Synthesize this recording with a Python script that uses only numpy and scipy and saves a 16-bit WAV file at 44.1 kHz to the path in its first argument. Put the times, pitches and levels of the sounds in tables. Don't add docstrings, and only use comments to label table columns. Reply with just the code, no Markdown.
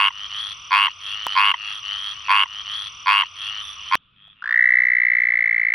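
import sys
import numpy as np
from scipy import signal
from scipy.fft import rfft, irfft, next_fast_len
from scipy.io import wavfile
from scipy.ndimage import uniform_filter1d

SR = 44100
rng = np.random.default_rng(int(sys.argv[2]) if len(sys.argv) > 2 else 0)


def store_wav(level_fs):
    pcm = np.round(np.clip(np.atleast_2d(level_fs), -1, 1) * 32767)
    wavfile.write(sys.argv[1], SR, pcm.T.astype(np.int16))


def voltage_ratio(decibels):
    exponent = np.asarray(decibels, float) / 20
    return 10 ** exponent


N = 253134
CUT_S = 3.976

# (slack [Hz], swollen [Hz], slack width [Hz], swollen width [Hz],
# slack level [dB], swollen level [dB])
THROAT_MODES = [(1046.9, 1125.8, 55, 220, -1.5, -3.5), (1415, 1550, 520, 480, -14, -9),
                (1723, 2204, 1400, 500, -7.5, -3.5), (2320, 3010.3, 500, 420, -6.5, 7),
                (3250, 3274, 1100, 500, -10.5, -11.5), (4533, 4600, 450, 500, -16.5, -25),
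                (7100, 7100, 300, 300, -30, -25), (8860, 9300, 180, 230, -43.5, -31),
                (11100, 12000, 180, 170, -51, -43), (15300, 15300, 250, 250, -58.5, -47)]
MODE_LAG_MS = [0.62, 0.0185, -0.87, -0.0522, 0.462, -.1, -0.075, 0.6, -0.053, 0.83]
MODE_FLUTTER = [.05, .15, .15, .1, .2, .6, 1.5, 1.6, 2.4, 2.4]
# (start [s], pulses [count], gap before one late stray pulse [s])
FROG_CALLS = [
    (1.3555, 17, .028),
    (2.2848, 16, .0252),
    (3.0612, 17, .0139),
    (3.9142, 5, .1),
]
STRAY_DB = [-14, -28.5, -18, -50]
# (multiple of its pitch [ratio], level [dB])
STRAY_PARTIALS = [(1, -1.5), (1.95, -3), (3.05, -3)]


def frog():
    opening_gap_s, steady_gap_s, closing_gap_s = .0105, .00987, .0112
    full_effort_db, start_db, attack_s = -2, -10.5, 0.00951
    tire_db_per_s, tire_from_s = -39.5, 0.033
    swell_from_s, swell_s = 0.013, 0.077
    soft_tilt = 0.17
    stray_hz, stray_width_hz, stray_rise_s = 1012.7, 200, .009
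    rise_s = .0038
    out, t = np.zeros((2, N)), np.arange(760) / SR
    end = np.cos(np.pi / 2 * t / t[-1]) ** .5
    modes = np.array(THROAT_MODES)
    slack, swollen = modes[:, ::2], modes[:, 1::2]
    for (start, pulses, stray_gap), stray_db in zip(FROG_CALLS, STRAY_DB):
        steady = [steady_gap_s] * max(pulses - 4, 2)
        since = np.cumsum([0, opening_gap_s, opening_gap_s] + steady + [closing_gap_s])
        effort_db = full_effort_db + start_db * np.exp(-(since / attack_s) ** 2)
        effort_db += tire_db_per_s * np.maximum(since - tire_from_s, 0)
        blip = 0
        for multiple, db in STRAY_PARTIALS:
            partial = ring(t, multiple * stray_hz, stray_width_hz, stray_rise_s, .15)
            blip = blip + voltage_ratio(stray_db + db) * partial
        add(out, start + since[-1] + stray_gap - stray_rise_s, end * blip)
        swelling = 1 - np.exp(-np.maximum(since - swell_from_s, 0) / swell_s)
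        since += .00015 * rng.standard_normal(len(since))
        for at, effort, full in zip(start + since, effort_db, swelling):
            now = slack + full * (swollen - slack)
            duller = soft_tilt * (effort - full_effort_db)
            chance = rng.standard_normal((len(now), 2))
            for (hz, width, db), lag_ms, depth, (a, b) in zip(now, MODE_LAG_MS, MODE_FLUTTER, chance):
                level = voltage_ratio(effort + db + duller * np.log2(hz / 1000) + 0.23 * b - 4.0)
                mode = ring(t, hz * (1 + .01 * a), width, rise_s + lag_ms / 1000, depth)
                add(out, at - rise_s, level * end * mode)
    return out


# (multiple of the whistle [ratio], level [dB], flutter depth [ratio])
TOAD_OVERTONES = [(2, -37.5, 0.2), (2.85, -49, 1), (3.8, -43.5, 0.86), (4.6, -60.5, 0.79), (5.1, -55.5, .6),
                  (7.3, -65, 2)]
# (bend of the pitch arch [ratio], time to peak [ms], sharpness of close [-])
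SLACK_PULSE = (2.3, 1.1, 0.524)
TAUT_PULSE = (1.108, 3.987, 2.061)


def toad():
    start_s, gap_s, stretch_s = 4.4232, .015744, 2.479e-5
    extra_gap_s, settle_pulses = .001886, 5.51
    out, t, k = np.zeros((2, N)), np.arange(1, 640) / SR, np.arange(79)
    times = gap_s * k + stretch_s * k ** 2 / 2
    times += extra_gap_s * settle_pulses * (1 - np.exp(-k / settle_pulses))
    end = np.cos(np.pi / 2 * (t / t[-1]) ** 3)
    opening = np.sin(np.clip(t / .0022, 0, 1) * np.pi / 2) ** 2
    for since, (a, b, c) in zip(times, rng.standard_normal((len(times), 3))):
        db = 1 - 19.5 * np.exp(-since / 0.0925) - 3.5 * max(since - 0.624, 0)
        hz = 2028.9 - 408 * np.exp(-since / 0.0989) - 150 * np.exp(-since / .02) + 54 * since
        taut = 1 / (1 + np.exp((0.11 - since) / 0.012))
        slack = 1 - taut
        bend, peak_ms, close = slack * np.array(SLACK_PULSE) + taut * np.array(TAUT_PULSE)
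        u = t * 1000 / peak_ms
        shape = opening * np.exp(1.24 * (np.log(u) + (1 - u ** close) / close))
        settled = 1 - np.exp(-since / .5)
        arch = bend * (1 - 0.393 * settled) * ((t - .003) / .016) ** 2
        sag = np.minimum(arch + 12 * settled * (t - .004), .45)
        pitch = hz * (1 + .003 * a)
        phase = 2 * np.pi * np.cumsum(pitch * (1 - sag)) / SR
        overtones = 0
        for multiple, level_db, depth in TOAD_OVERTONES:
            unsteady = 1 + depth * smooth_noise(len(t), 70)
            lift_db = 10 * slack * (multiple < 2.5)
            overtones = overtones + voltage_ratio(level_db + lift_db) * unsteady * np.sin(multiple * phase)
        overtones *= np.sqrt(shape)
        air = smooth_noise(len(t), 50) * np.cos(.65 * phase)
        rattle = smooth_noise(len(t), 14)
        puff = voltage_ratio(-30.5) * air + (voltage_ratio(-34.5) + voltage_ratio(-21) * slack) * rattle
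        tail = (0.32 + 0.8 * taut) * voltage_ratio(-26 + 5.7 * c) * ring(t, hz * 1.02, 48, 0.0061)
        whistle = shape * (np.sin(phase) + puff) + overtones + tail
        add(out, start_s + since - .001 + .0001 * c, voltage_ratio(db + .3 * b) * whistle * end)
    return out


# (start [s], end [s], mode at start [Hz], mode at end [Hz], level [dB])
NEIGHBOUR_CALLS = [(1.253, 1.4, 2917, 3200, -17), (1.54, 1.737, 2784, 2750, -20),
                   (1.639, 1.801, 3250, 3300, -24), (1.83, 1.992, 2886, 3150, -18.5),
                   (1.973, 2.132, 3146, 3300, -20), (2.116, 2.229, 2790, 3200, -30),
                   (2.243, 2.365, 2675, 2720, -20), (2.467, 2.618, 2839, 3189, -21),
                   (2.648, 2.773, 2911, 3300, -20.5), (2.693, 2.884, 3271, 3400, -22),
                   (3.227, 3.272, 2589, 3000, -22), (3.356, 3.497, 3230, 3311, -22.5),
                   (3.42, 3.628, 2714, 3100, -21), (3.591, 3.741, 3510, 3420, -28.5),
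                   (3.746, 3.892, 2870, 3100, -32), (3.858, 3.945, 3005, 3300, -24.5),
                   (4.162, 4.335, 3250, 3400, -41), (4.357, 4.437, 2770, 2750, -44),
                   (3.996, 4.132, 3440, 3365, -60.5), (4.142, 4.334, 2587, 2650, -52.5)]
# (frequency [Hz], width [Hz], level [dB], flutter depth [ratio])
NEIGHBOUR_MODES = [(1269, 150, -15.5, 0.44), (1838, 440, -14.5, 0.22), (4361.6, 580, -18.5, 0.86)]
# (frequency [Hz], width [Hz], level [dB], flutter depth [ratio])
NEIGHBOUR_TOP = (10188, 176, -42, 7)


def neighbours():
    out, t = np.zeros((2, N)), np.arange(500) / SR
    top_hz, top_width, top_db, top_depth = NEIGHBOUR_TOP
    for start, end, hz0, hz1, db in NEIGHBOUR_CALLS:
        chance = rng.standard_normal((40, 8))
        gap_s = .0098 * (1 + .015 * chance[-1, 0])
        pan_db = 1.8 * chance[-1, 1]
        top = (top_hz, top_width, top_db + 0.027 * (hz0 - 3200), top_depth)
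        for at, draw in zip(np.arange(start, end, gap_s), chance):
            along = (at - start) / (end - start)
            main = (hz0 + (hz1 - hz0) * along, 200, 0, .25)
            pulse = 0
            for (hz, width, mode_db, depth), r in zip([main, top] + NEIGHBOUR_MODES, draw):
                mode = ring(t, hz * (1 + 0.0025 * r), width, .0036, depth)
                pulse = pulse + voltage_ratio(mode_db + 0.4 * r) * mode
            call_db = db - 8.2 * (1 - along) ** 4 - 5.2 * along ** 6
            add(out, at - .0016 + .0002 * draw[-1], voltage_ratio(call_db) * pulse, pan_db)
    return out


def cricket():
    start_s, stroke_period_s = 1.2755, .02606
    out, t = np.zeros((2, N)), np.arange(640) / SR
    times = np.arange(start_s, CUT_S, stroke_period_s)
    shape = np.sin(np.pi * (t / t[-1]) ** 0.93) ** 1.5
    for at, (a, b) in zip(times, rng.standard_normal((len(times), 2))):
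        hz = 5920 * (1 + 0.0027 * a) - 700 * (t / t[-1]) ** 2.7
        chirp = shape * np.sin(2 * np.pi * np.cumsum(hz) / SR)
        add(out, at, voltage_ratio(-40.0 + 0.74 * b) * chirp, .5)
    return out


# (time [s], level [dB], frequency [Hz], decay [ms], tick level [dB])
CLICKS = [
    (1.2676, -8.5, 984, 1.61, -36),
    (1.2716, -41, 995, 1.73, -34),
    (3.9524, -16.5, 1560, 0.54, -16),
    (4.278, -52, 712, 3, -76.5),
    (5.7393, -17, 2000, 0.63, -20),
]


def clicks():
    out, t = np.zeros((2, N)), np.arange(800) / SR
    for at, db, hz, decay_ms, tick_db in CLICKS:
        damped = voltage_ratio(db) * np.exp(-t * 1000 / decay_ms) * np.cos(2 * np.pi * hz * t)
        tick = voltage_ratio(tick_db) * np.exp(-t / 0.000091) * rng.standard_normal(len(t))
        add(out, at, damped + tick)
    return out


# (frequency [Hz], level per Hz [dB])
POND_SPECTRUM = [(20, -42), (40, -25.5), (75, -8.5), (110, -20), (200, -30), (500, -33.5), (850, -27.5),
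                 (1180, -4.5), (1700, -30.5), (2900, -5), (3400, -9), (4000, -29), (6000, -21.5),
                 (7200, -53), (9500, -34.5), (12000, -74.5)]


def pond_murmur():
    return wash(POND_SPECTRUM, -42.5 + 5.5, 0.73)


# (frequency [Hz], level per Hz [dB])
BANK_SPECTRUM = [(20, -30.5), (60, -16.5), (160, -19), (250, -29), (800, -45.5), (1250, -21), (1900, -42.5),
                 (2500, -27), (3400, -22), (4200, -46.5), (8000, -78)]


def bank_murmur():
    return wash(BANK_SPECTRUM, -65 + 7.0, 1.6)


# (frequency [Hz], level [dB])
MACHINERY = [(118.4, -76.5), (177.6, -74)]


def machinery():
    t = np.arange(N) / SR
    return sum(voltage_ratio(db + 5) * np.sin(2 * np.pi * hz * t) for hz, db in MACHINERY)


# (frequency [Hz], left-right correlation [-1 to 1])
DIFFUSE_LIKENESS = [(50, 1), (200, 0.862), (500, 0.45), (1200, 0.28), (3000, 0.95), (9000, 0.51)]


def wash(spectrum, db, patchy_db):
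    hz = np.fft.rfftfreq(1024, 1 / SR)
    a, b, c, d, patches = rng.standard_normal((N // 256 + 5, 513, 5)).T
    patches = evened(uniform_filter1d(uniform_filter1d(patches, 8, 0), 14, 1))
    same = np.clip(read(DIFFUSE_LIKENESS, hz), -1, 1)[:, None]
    left = a + 1j * b
    right = same * left + np.sqrt(1 - same ** 2) * (c + 1j * d)
    z = np.array([left, right]) * voltage_ratio(read(spectrum, hz)[:, None] + patchy_db * patches)
    return voltage_ratio(db) * evened(signal.istft(z, nperseg=1024, noverlap=768)[1][:, :N])


def echoes(x, db, t60):
    t = np.arange(6000) / SR
    tail = rng.standard_normal((2, len(t))) * voltage_ratio(-60 * t / t60) * (t > .002)
    tail /= np.linalg.norm(tail[0])
    return x + voltage_ratio(db) * signal.fftconvolve(x, tail, axes=1)[:, :N]


def ducking(x, knee_db, share, db_per_s):
    power_db = 10 * np.log10(abs(uniform_filter1d((x ** 2).mean(0), 900)) + 1e-12)
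    fall_db = np.arange(N) * db_per_s / SR
    held_db = np.maximum.accumulate(power_db + fall_db) - fall_db
    over_db = np.maximum(held_db - knee_db, 0)
    return voltage_ratio(-share * uniform_filter1d(over_db, 400))


def ports(x, phase, lean):
    size = next_fast_len(N)
    hz = np.fft.rfftfreq(size, 1 / SR)
    half = voltage_ratio(read(lean, hz) / 2) * np.exp(.5j * read(phase, hz))
    return irfft(rfft(x, size) * np.array([half, 1 / half]), size)[:, :N]


def coloured(x, points):
    size = next_fast_len(N)
    gain = voltage_ratio(read(points, np.fft.rfftfreq(size, 1 / SR)))
    return irfft(rfft(x, size) * gain, size)[:, :N]


def ring(t, hz, width, rise, depth=0.):
    swell = np.sin(np.clip(t / rise, 0, 1) * np.pi / 2) ** 4.664
    decay = np.exp(-np.pi * width * np.maximum(t - rise, 0))
    flutter = 1 + depth * smooth_noise(len(t), 60)
    return swell * decay * flutter * np.cos(2 * np.pi * hz * (t - rise))


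def smooth_noise(length, span):
    return evened(np.convolve(rng.standard_normal(length), np.hanning(span), "same"))


def evened(x):
    return x / np.sqrt(np.mean(x ** 2) + 1e-20)


def read(points, hz):
    f, value = np.transpose(points)
    return np.interp(np.log(hz + 1), np.log(f + 1), value)


def add(mix, at_s, sound, pan_db=0.):
    part = mix[:, round(at_s * SR):][:, :len(sound)]
    part += sound[:part.shape[1]] * voltage_ratio([[pan_db / 2], [-pan_db / 2]])


# (frequency [Hz], left minus right [dB])
FROG_PHASE = [(0, 0), (690, -0.1), (1380, 0.1), (1640, -0.3), (2500, 0.8), (3100, 0.3)]
FROG_LEAN = [(100, 0), (550, -3), (960, -3), (1680, 1), (2920, 0.5)]
# (frequency [Hz], left minus right [dB])
TOAD_PHASE = [(0, 0), (1460, 0.42), (2070, -0.656), (2580, -0.78), (2840, 0.49), (3100, -1.6)]
TOAD_LEAN = [(60, 0.0), (130, 0.0), (280, 0.0), (620, 0.0), (1340, 0.745), (2920, -0.5)]
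TRILL_STEPS_AT = [4.603, 4.667, 4.812]
# (frequency [Hz], level [dB])
MICROPHONE = [(6000, -2.5), (6500, -25.5), (8100, -20), (8600, -5), (11700, -4.5), (12400, -31),
              (14300, -24.5), (15300, -1.5)]


def scene():
    t = np.arange(N) / SR
    # (frequency [Hz], level [dB])
    small_body = [(150, -46.5), (300, -27), (600, -5), (780, 3), (950, 3.0)]
    near = ports(coloured(frog(), small_body), FROG_PHASE, FROG_LEAN)
    far = echoes(coloured(neighbours(), small_body), -5, .1)
    pond = pond_murmur() + far + echoes(cricket(), -8, .05)
    pond *= ducking(near, -28, .5, 70)
    near = echoes(near, -6.5, 0.031) * (t < 3.9545)
    pond += 1.6 * np.tanh(near / 1.6)
    start, length = round(2.352 * SR), round(1.2665 * SR)
    pond[:, :length] = pond[:, start:start + length].copy()

    toad_body = [(250, -22), (500, -11.5), (850, -11), (1100, 0)]
    trill = ports(coloured(toad(), toad_body), TOAD_PHASE, TOAD_LEAN)
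    trill *= voltage_ratio(-2 * np.searchsorted(TRILL_STEPS_AT, t))
    distant = coloured(far * (t > CUT_S), [(3700, -1), (4200, -25)])
    bank = bank_murmur() + distant + echoes(trill, -29.5, 0.084) + machinery()
    fade = np.clip((t - CUT_S) / 0.0017, 0, 1)
    return coloured(pond * (1 - fade) + bank * fade, MICROPHONE) + clicks()


def low_pass(x):
    return signal.sosfilt(signal.butter(12, 16450, fs=SR, output="sos"), x)


def record(dry):
    return low_pass(dry)


dry = scene()
out = record(dry)
store_wav(out)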